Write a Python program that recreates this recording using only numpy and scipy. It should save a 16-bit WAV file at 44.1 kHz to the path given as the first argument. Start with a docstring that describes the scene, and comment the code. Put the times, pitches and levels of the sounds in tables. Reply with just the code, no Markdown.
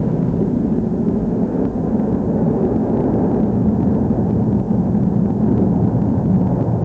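"""Distant jets over the sea

A formation of jet fighters is heard from a balcony above a beach. Exhaust eddies roar around one drifting
pitch, with a deep rumble that grows and a rush that swells and fades. Reflections sweep through the sound
and the balcony rings faintly, over a low bed of breeze and sea. The small camera hisses, whines and
crackles lightly as the loud roar overloads it."""
import sys
import numpy as np
from scipy.fft import rfft, irfft, next_fast_len
from scipy.io import wavfile
from scipy.ndimage import uniform_filter1d, minimum_filter1d, map_coordinates

SR = 44100
rng = np.random.default_rng(int(sys.argv[2]) if len(sys.argv) > 2 else 0)


def generate_wav(signal):
    """Clip the signal to [-1, 1] and save it as 16-bit WAV at the path in sys.argv[1]."""
    frames = np.transpose(np.atleast_2d(signal))
    scaled = np.clip(frames, -1, 1) * 32767
    pcm = np.round(scaled).astype(np.int16)
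    wavfile.write(sys.argv[1], SR, pcm)


N = 301644

# the exhaust rush swelling and fading, strongest just after 3 s: t/s, level/dB
RUSH_SURGE = [(0, -25.5), (0.5, -27), (0.87, -27), (1.3, -25.5), (1.5, -22), (1.65, -22), (1.73, -25),
              (2.0, -24), (2.27, -24.5), (2.42, -21.5), (3.25, -21), (3.58, -25.5), (3.87, -23.3),
              (4.4, -26), (5.3, -27), (5.55, -24.5), (6.35, -27.5), (6.6, -23.5), (6.84, -27)]
# the highest crests of the roar, each making the microphone tick: t/s, relative tick level/dB
CREST_TICKS = [(0.2297, -41), (0.4072, -43), (0.7251, -46), (0.7851, -43), (1.0859, -39), (1.6535, -35),
               (1.9983, -40), (2.1272, -42), (2.1488, -42), (2.5113, -45), (2.6307, -42), (2.6528, -43),
               (2.7626, -41), (2.8998, -41), (2.9732, -38), (3.007, -39), (3.0411, -44), (3.1412, -41),
               (3.3161, -42), (3.3456, -42), (3.403, -41), (3.4341, -40), (3.5552, -44), (3.8064, -43),
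               (3.8309, -38), (3.9463, -44), (3.9514, -43), (4.104, -45), (4.3001, -43), (4.3091, -40),
               (4.5281, -42), (4.5996, -41), (4.9731, -45), (5.0352, -43), (5.2593, -41), (5.3051, -41),
               (5.5258, -43), (5.5797, -36), (5.7605, -45), (5.8472, -43), (5.8763, -43), (6.0192, -41),
               (6.0901, -44), (6.2586, -44), (6.3428, -44), (6.4147, -45), (6.4731, -39), (6.6106, -39),
               (6.6259, -40)]


def roar():
    """Exhaust eddies roar around one drifting pitch; a narrow core stands out as the formation turns."""
    # centre of the roar: t/s, f/Hz
    pitch = [(0, 177.6), (.3, 188), (.6, 218.2), (1.1, 211.7), (1.6, 228), (2.1, 210.6), (2.8, 225.1),
             (3.4, 210.2), (4.2, 207.3), (5, 195.8), (5.6, 208.1), (6.2, 186.1), (6.84, 171.1)]
    # the roar holds, then gives way at the end: t/s, level/dB
    roar_level = [(0, -20), (.6, -19.5), (1.1, -20), (2.2, -21.5), (3.3, -20), (4.9, -19), (5.7, -19.5),
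                  (6, -19), (6.35, -19), (6.6, -24)]
    # the core against the wider band: t/s, level/dB
    core_level = [(0, -14.5), (.7, -6), (3, -6), (3.7, -1), (5.2, 0), (5.7, -1.5), (6.3, -6), (6.84, 2.5)]
    centre_hz, = curves(pitch)
    roar_db, = curves(roar_level)
    core_db, = curves(core_level)
    eddies = steady(balcony(narrow_band(centre_hz, width_hz=40, steepness=2.78)), span=0.1)
    core = steady(balcony(narrow_band(centre_hz, width_hz=17, steepness=6)), span=0.092)
    return amp(roar_db - 0.5 + 0.7 * wobble(14)) * (eddies + amp(core_db) * core)


def roar_swells():
    """Parts of the roar swell for a moment, each around its own pitch, and sink back."""
    # brief swells: t/s, f/Hz, level/dB, half length/s
    swells = [(0.124, 142, -24, 0.36), (0.433, 375, -25.5, 0.099), (0.654, 270, -20.5, .12),
              (1.088, 385, -29.5, 0.18), (1.148, 204.6, -24.5, 0.13), (1.616, 258, -18, 0.052),
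              (1.622, 425, -27, .07), (1.966, 210, -19, 0.068), (2.13, 215, -18.5, .04),
              (2.427, 160, -19.5, .16), (2.439, 560, -30.5, 0.18), (2.64, 380, -23, 0.079),
              (3.15, 299.7, -26, 0.15), (4.1, 112, -22, 0.085), (4.501, 115, -25, 0.099),
              (5.58, 370, -26.5, 0.19), (5.627, 275, -23.5, 0.12), (6.151, 250, -26, .2),
              (6.353, 182, -13, 0.075)]
    return sum(bumps([s], [amp(db)], half) * steady(narrow_band(hz, width_hz=24, steepness=5.6), span=0.38)
               for s, hz, db, half in swells)


def rumble():
    """The largest exhaust eddies: a low end that grows as the formation turns."""
    # tone of the rumble: f/Hz, level/dB
    spectrum = [(55, -43), (72, -21), (85, 1), (94, -3.5), (102, -3), (120, 2), (148, -4.5), (175, -8.5),
                (260, -37)]
    # its build: t/s, level/dB
    build = [(0, -34), (0.9, -28), (1.7, -30), (1.95, -28.5), (3.3, -26), (3.7, -21), (5.2, -24.5),
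             (5.85, -19.5), (6.4, -22.5), (6.65, -19)]
    level_db, = curves(build)
    return amp(level_db + 0.48 + 0.55 * wobble(18)) * steady(balcony(noise(spectrum)), span=0.18)


def rush(flutter):
    """Mid-sized eddies ride the surge: a full body, and a hollow layer above it that gains steadily."""
    # body of the rush: f/Hz, level/dB
    body_spectrum = [(150, -23.5), (260, 2.5), (330, -1), (440, -2), (540, -5), (640, -13), (800, -33),
                     (1200, -63.5)]
    # its hollow upper layer: f/Hz, level/dB
    hollow_spectrum = [(400, -28.5), (560, -2.5), (680, 1.5), (780, 1.5), (900, -2.5), (1030, -9),
                       (1140, -19), (1500, -44.5), (2500, -70)]
    t = np.arange(N) / SR
    surge_db, = curves(RUSH_SURGE)
    rise_db_per_s = 0.78
    body = amp(surge_db + 0.84 + 0.22 * flutter) * steady(balcony(noise(body_spectrum)), span=0.2)
    hollow = amp(surge_db - 12 + rise_db_per_s * t + 0.5 * flutter) * noise(hollow_spectrum)
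    return body + hollow


def tear(flutter):
    """Small eddies: a tearing top that swings less than the surge, flares once and dulls with distance."""
    # tone of the tearing top: f/Hz, level/dB
    spectrum = [(700, -34), (1050, -3.5), (1150, -0.5), (1240, 1), (1360, -0.5), (1560, 0), (1800, -6),
                (2100, -16), (2500, -18.5), (3200, -31.5), (5000, -40)]
    t = np.arange(N) / SR
    surge_db, = curves(RUSH_SURGE)
    surge_share, fall_db_per_s = 0.8, 0.07
    level_db = -25 + surge_db.mean() + surge_share * (surge_db - surge_db.mean()) - fall_db_per_s * t
    flare_db = bumps(times=[1.56], heights=[1.5], half_s=0.091)
    return amp(level_db + flare_db + 0.55 * flutter + 0.42 * wobble(70)) * noise(spectrum)


def rasp():
    """The finest grain of the exhausts follows the surge and is soon lost in the air."""
    # tone of the rasp: f/Hz, level/dB
    spectrum = [(1300, -24), (1600, 3.5), (2000, 0.5), (2600, -3), (3500, -8.5), (5000, -12.5),
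                (8000, -21.5)]
    t = np.arange(N) / SR
    surge_db, = curves(RUSH_SURGE)
    fall_db_per_s = 6.5
    level_db = -57.5 - fall_db_per_s * t + surge_db - surge_db.mean()
    return amp(level_db + 1.5 * wobble(120)) * noise(spectrum)


def whistle():
    """The turbines' thin, breathy note, clearest at the start."""
    # the slowly rising note: t/s, f/Hz, level/dB
    note = [(0, 972, -47), (.4, 976, -50), (.8, 1003, -57), (1.4, 1013, -56.5), (1.85, 1029, -47),
            (2.3, 1027, -62), (3.4, 1054, -66)]
    hz, db = curves(note)
    return amp(db) * steady(narrow_band(hz, width_hz=15, steepness=6.6), span=0.36)


def jets():
    """All layers of the formation with their reflections; moving air makes the exhausts flutter."""
    # brief dips in the level of the jets: t/s, depth/dB
    dips = [(0.82, 1), (0.97, 1), (1.51, 2), (1.71, 3.5), (2.25, 1), (2.8, 1.5), (4.63, 4), (5.17, 1),
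            (5.359, 4)]
    dip_db = bumps(*np.transpose(dips), half_s=0.04)
    flutter = wobble(22)
    exhausts = rumble() + roar() + rush(flutter) + tear(flutter) + rasp() + roar_swells()
    return amp(-dip_db) * reflected(exhausts + whistle())


def crests(x):
    """Now and then the eddies pile up into one steep pressure crest, one cycle long."""
    min_height, cycle_hz = 0.39, 215
    t, out = np.arange(N) / SR, x.copy()
    for s, _ in CREST_TICKS:
        at = round(s * SR)
        near = slice(at - SR // 50, at + SR // 50)
        lift = np.sign(out[at]) * max(abs(out[at]), min_height) - out[at]
        u = (np.pi * cycle_hz * (t[near] - s)) ** 2
        out[near] += lift * (1 - 2 * u) * np.exp(-u)
    return out


def balcony(x):
    """Standing waves between the walls add a faint ring to the direct sound."""
    # balcony resonances: f/Hz, width/Hz, level/dB
    modes = [(111, 12, -11), (177, 12, -1), (216.3, 1.7, -4), (250, 28, -9), (363.8, 10, 0),
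             (408.5, 8.1, -2), (444.7, 10, -6.5), (586, 18, -5.5)]
    ring = lambda f: sum(amp(db) * 1j * f * w / (c * c - f * f + 1j * f * w) for c, w, db in modes)
    return filtered(x, lambda f: 1 + ring(f))


def reflected(x):
    """A shifting bounce off the paving sweeps soft bands through the roar; the building adds a slap."""
    # the paving bounce as jets and camera move: t/s, delay/ms, strength/0-1
    paving = [(0, 4, 0), (.6, 5.3, 0), (.9, 5.04, 0.22), (1.5, 4.52, 0.22), (2, 4.07, 0.11), (2.6, 5, 0.2),
              (3.2, 4.8, 0), (3.7, 4.36, 0.19), (4.3, 4, 0.03), (6.84, 3.84, 0.09)]
    t = np.arange(N) / SR
    paving_ms, strength = curves(paving)
    dull = filtered(x, lambda hz: 1 / (1 + (hz / 900) ** 4))
    echo = lambda ms: np.interp(t - ms / 1000, t, dull, left=0)
    wall_slap = 0.081 * echo(ms=24.5)
    return (x + strength * echo(paving_ms) + wall_slap) / (1 + strength / 2)


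def shore(level_db):
    """A deep, uneven bed of breeze and sea, with one puff of wind."""
    # tone of breeze and sea: f/Hz, level/dB
    spectrum = [(15, -38.5), (28, -26), (40, -11), (52, 1.5), (62, 1), (72, -9), (120, -34.5), (300, -71)]
    gust_db = bumps(times=[1.3], heights=[6], half_s=0.046)
    return amp(level_db + gust_db + 0.83 * wobble(13)) * steady(noise(spectrum), span=0.55)


def overload_ticks(sound, gain_db, corner_hz, dull_hz, faint_db, faint_rate):
    """Overload kinks the wave: tiny dull ticks on the crests, fainter ones crowding where it is loud."""
    strain = np.minimum(sound ** 4 / np.mean(sound ** 4), 10)
    faint_hits = rng.random(N) < strain * faint_rate / SR
    kicks = faint_hits * amp(faint_db + gain_db - rng.standard_normal(N))  # 1 dB of scatter
    for s, db in CREST_TICKS:
        kicks[round(s * SR)] += amp(db + gain_db)
    kink = lambda hz: (1j * hz / corner_hz) / (1 + 1j * hz / corner_hz) ** 3
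    return filtered(kicks, lambda hz: kink(hz) / np.sqrt(1 + (hz / dull_hz) ** 8) * (hz < 8300))


def limited(x, top, hold):
    """The gain ducks smoothly for about hold seconds around any crest above top."""
    size = max(int(hold * SR), 64)
    needed = top / np.maximum(np.abs(x), top)
    return x * uniform_filter1d(minimum_filter1d(needed, size), size)


def electronics(hiss_db, whine_db):
    """The camera's own hiss and thin, steady whine."""
    # tone of the hiss: f/Hz, level/dB
    hiss_spectrum = [(500, -12), (2000, 1), (3500, -2), (5000, -1), (6900, -1.5), (7700, -5), (8400, -10.5),
                     (9200, -17.5)]
    # partials of the whine: f/Hz, relative level/dB
    partials = [(3111, -79.5), (3555.5, -80), (5333.5, -84), (6222, -81.5), (6666.7, -76.5)]
    t = np.arange(N) / SR
    whine = sum(np.sqrt(2) * amp(db) * np.sin(2 * np.pi * hz * t) for hz, db in partials)
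    return amp(hiss_db) * noise(hiss_spectrum) + amp(whine_db) * whine


def amp(db):
    """Decibels to gain."""
    return 10 ** (np.asarray(db) / 20)


def unit(x):
    """Scale to rms 1."""
    return x / np.sqrt(np.mean(x ** 2) + 1e-20)


def curves(rows):
    """One automation curve for each column after the time."""
    s, *cols = np.transpose(rows)
    return [np.interp(np.arange(N) / SR, s, c) for c in cols]


def bumps(times, heights, half_s):
    """An envelope of smooth bells, centred on times in seconds."""
    t = np.arange(N) / SR
    return sum(h * np.exp(-((t - s) / half_s) ** 2) for s, h in zip(times, heights))


def wobble(rate):
    """A smooth random curve, rate knots a second."""
    return map_coordinates(rng.standard_normal(int(N * rate / SR) + 4), [np.arange(N) * rate / SR])


def steady(x, span):
    """Hold x near rms 1 over span seconds; its faster flutter stays."""
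    power = uniform_filter1d(np.abs(x) ** 2, max(int(span * SR), 64))
    return x / np.sqrt(np.abs(power) + 1e-20)


def filtered(x, response):
    """Pass x through a complex frequency response."""
    size = next_fast_len(N + SR // 2)
    return irfft(rfft(x, size) * response(np.fft.rfftfreq(size, 1 / SR)), size)[:N]


def noise(spectrum):
    """Noise of rms 1, coloured by (f/Hz, level/dB) points and cut above the last."""
    f, db = np.transpose(spectrum)
    colour = lambda hz: amp(np.interp(np.log(hz + 1), np.log(f + 1), db, right=-120))
    return unit(filtered(rng.standard_normal(N), colour))


def narrow_band(centre_hz, width_hz, steepness):
    """A band of noise of rms 1 around a centre that may drift."""
    phase = 2 * np.pi * np.cumsum(centre_hz * np.ones(N)) / SR
    skirt = lambda hz: (hz < 5 * width_hz) / np.sqrt(1 + (hz / width_hz) ** steepness)
    eddies = filtered(rng.standard_normal(N), skirt) + 1j * filtered(rng.standard_normal(N), skirt)
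    return unit(np.real(eddies * np.exp(1j * phase)))


def scene():
    """The jets above the shore, eased in and out at the ends."""
    t = np.arange(N) / SR
    fade_s = 0.004
    ramp = np.minimum(np.minimum(t, t[::-1]) / fade_s, 1)
    ease = np.sin(np.pi / 2 * ramp) ** 2
    return (ease * crests(jets() + shore(level_db=-36.5)))[None]


def record(dry):
    """The camera limits and flattens the highest crests, adds its own noise and trims lows and highs."""
    ceiling, hardness = 0.45, 20
    low_cut_hz, top_hz = 35, 9400
    sound = limited(dry[0], top=0.48, hold=0.02)
    sound = sound / (1 + np.abs(sound / ceiling) ** hardness) ** (1 / hardness)
    ticks = overload_ticks(sound, gain_db=52, corner_hz=460, dull_hz=5500, faint_db=-51, faint_rate=44)
    sound = sound + ticks + electronics(hiss_db=-63, whine_db=-1.5)
    passband = lambda hz: (hz < top_hz) * hz ** 4 / np.hypot(hz ** 4, low_cut_hz ** 4)
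    return filtered(sound, passband)[None]


dry = scene()
out = record(dry)
generate_wav(out)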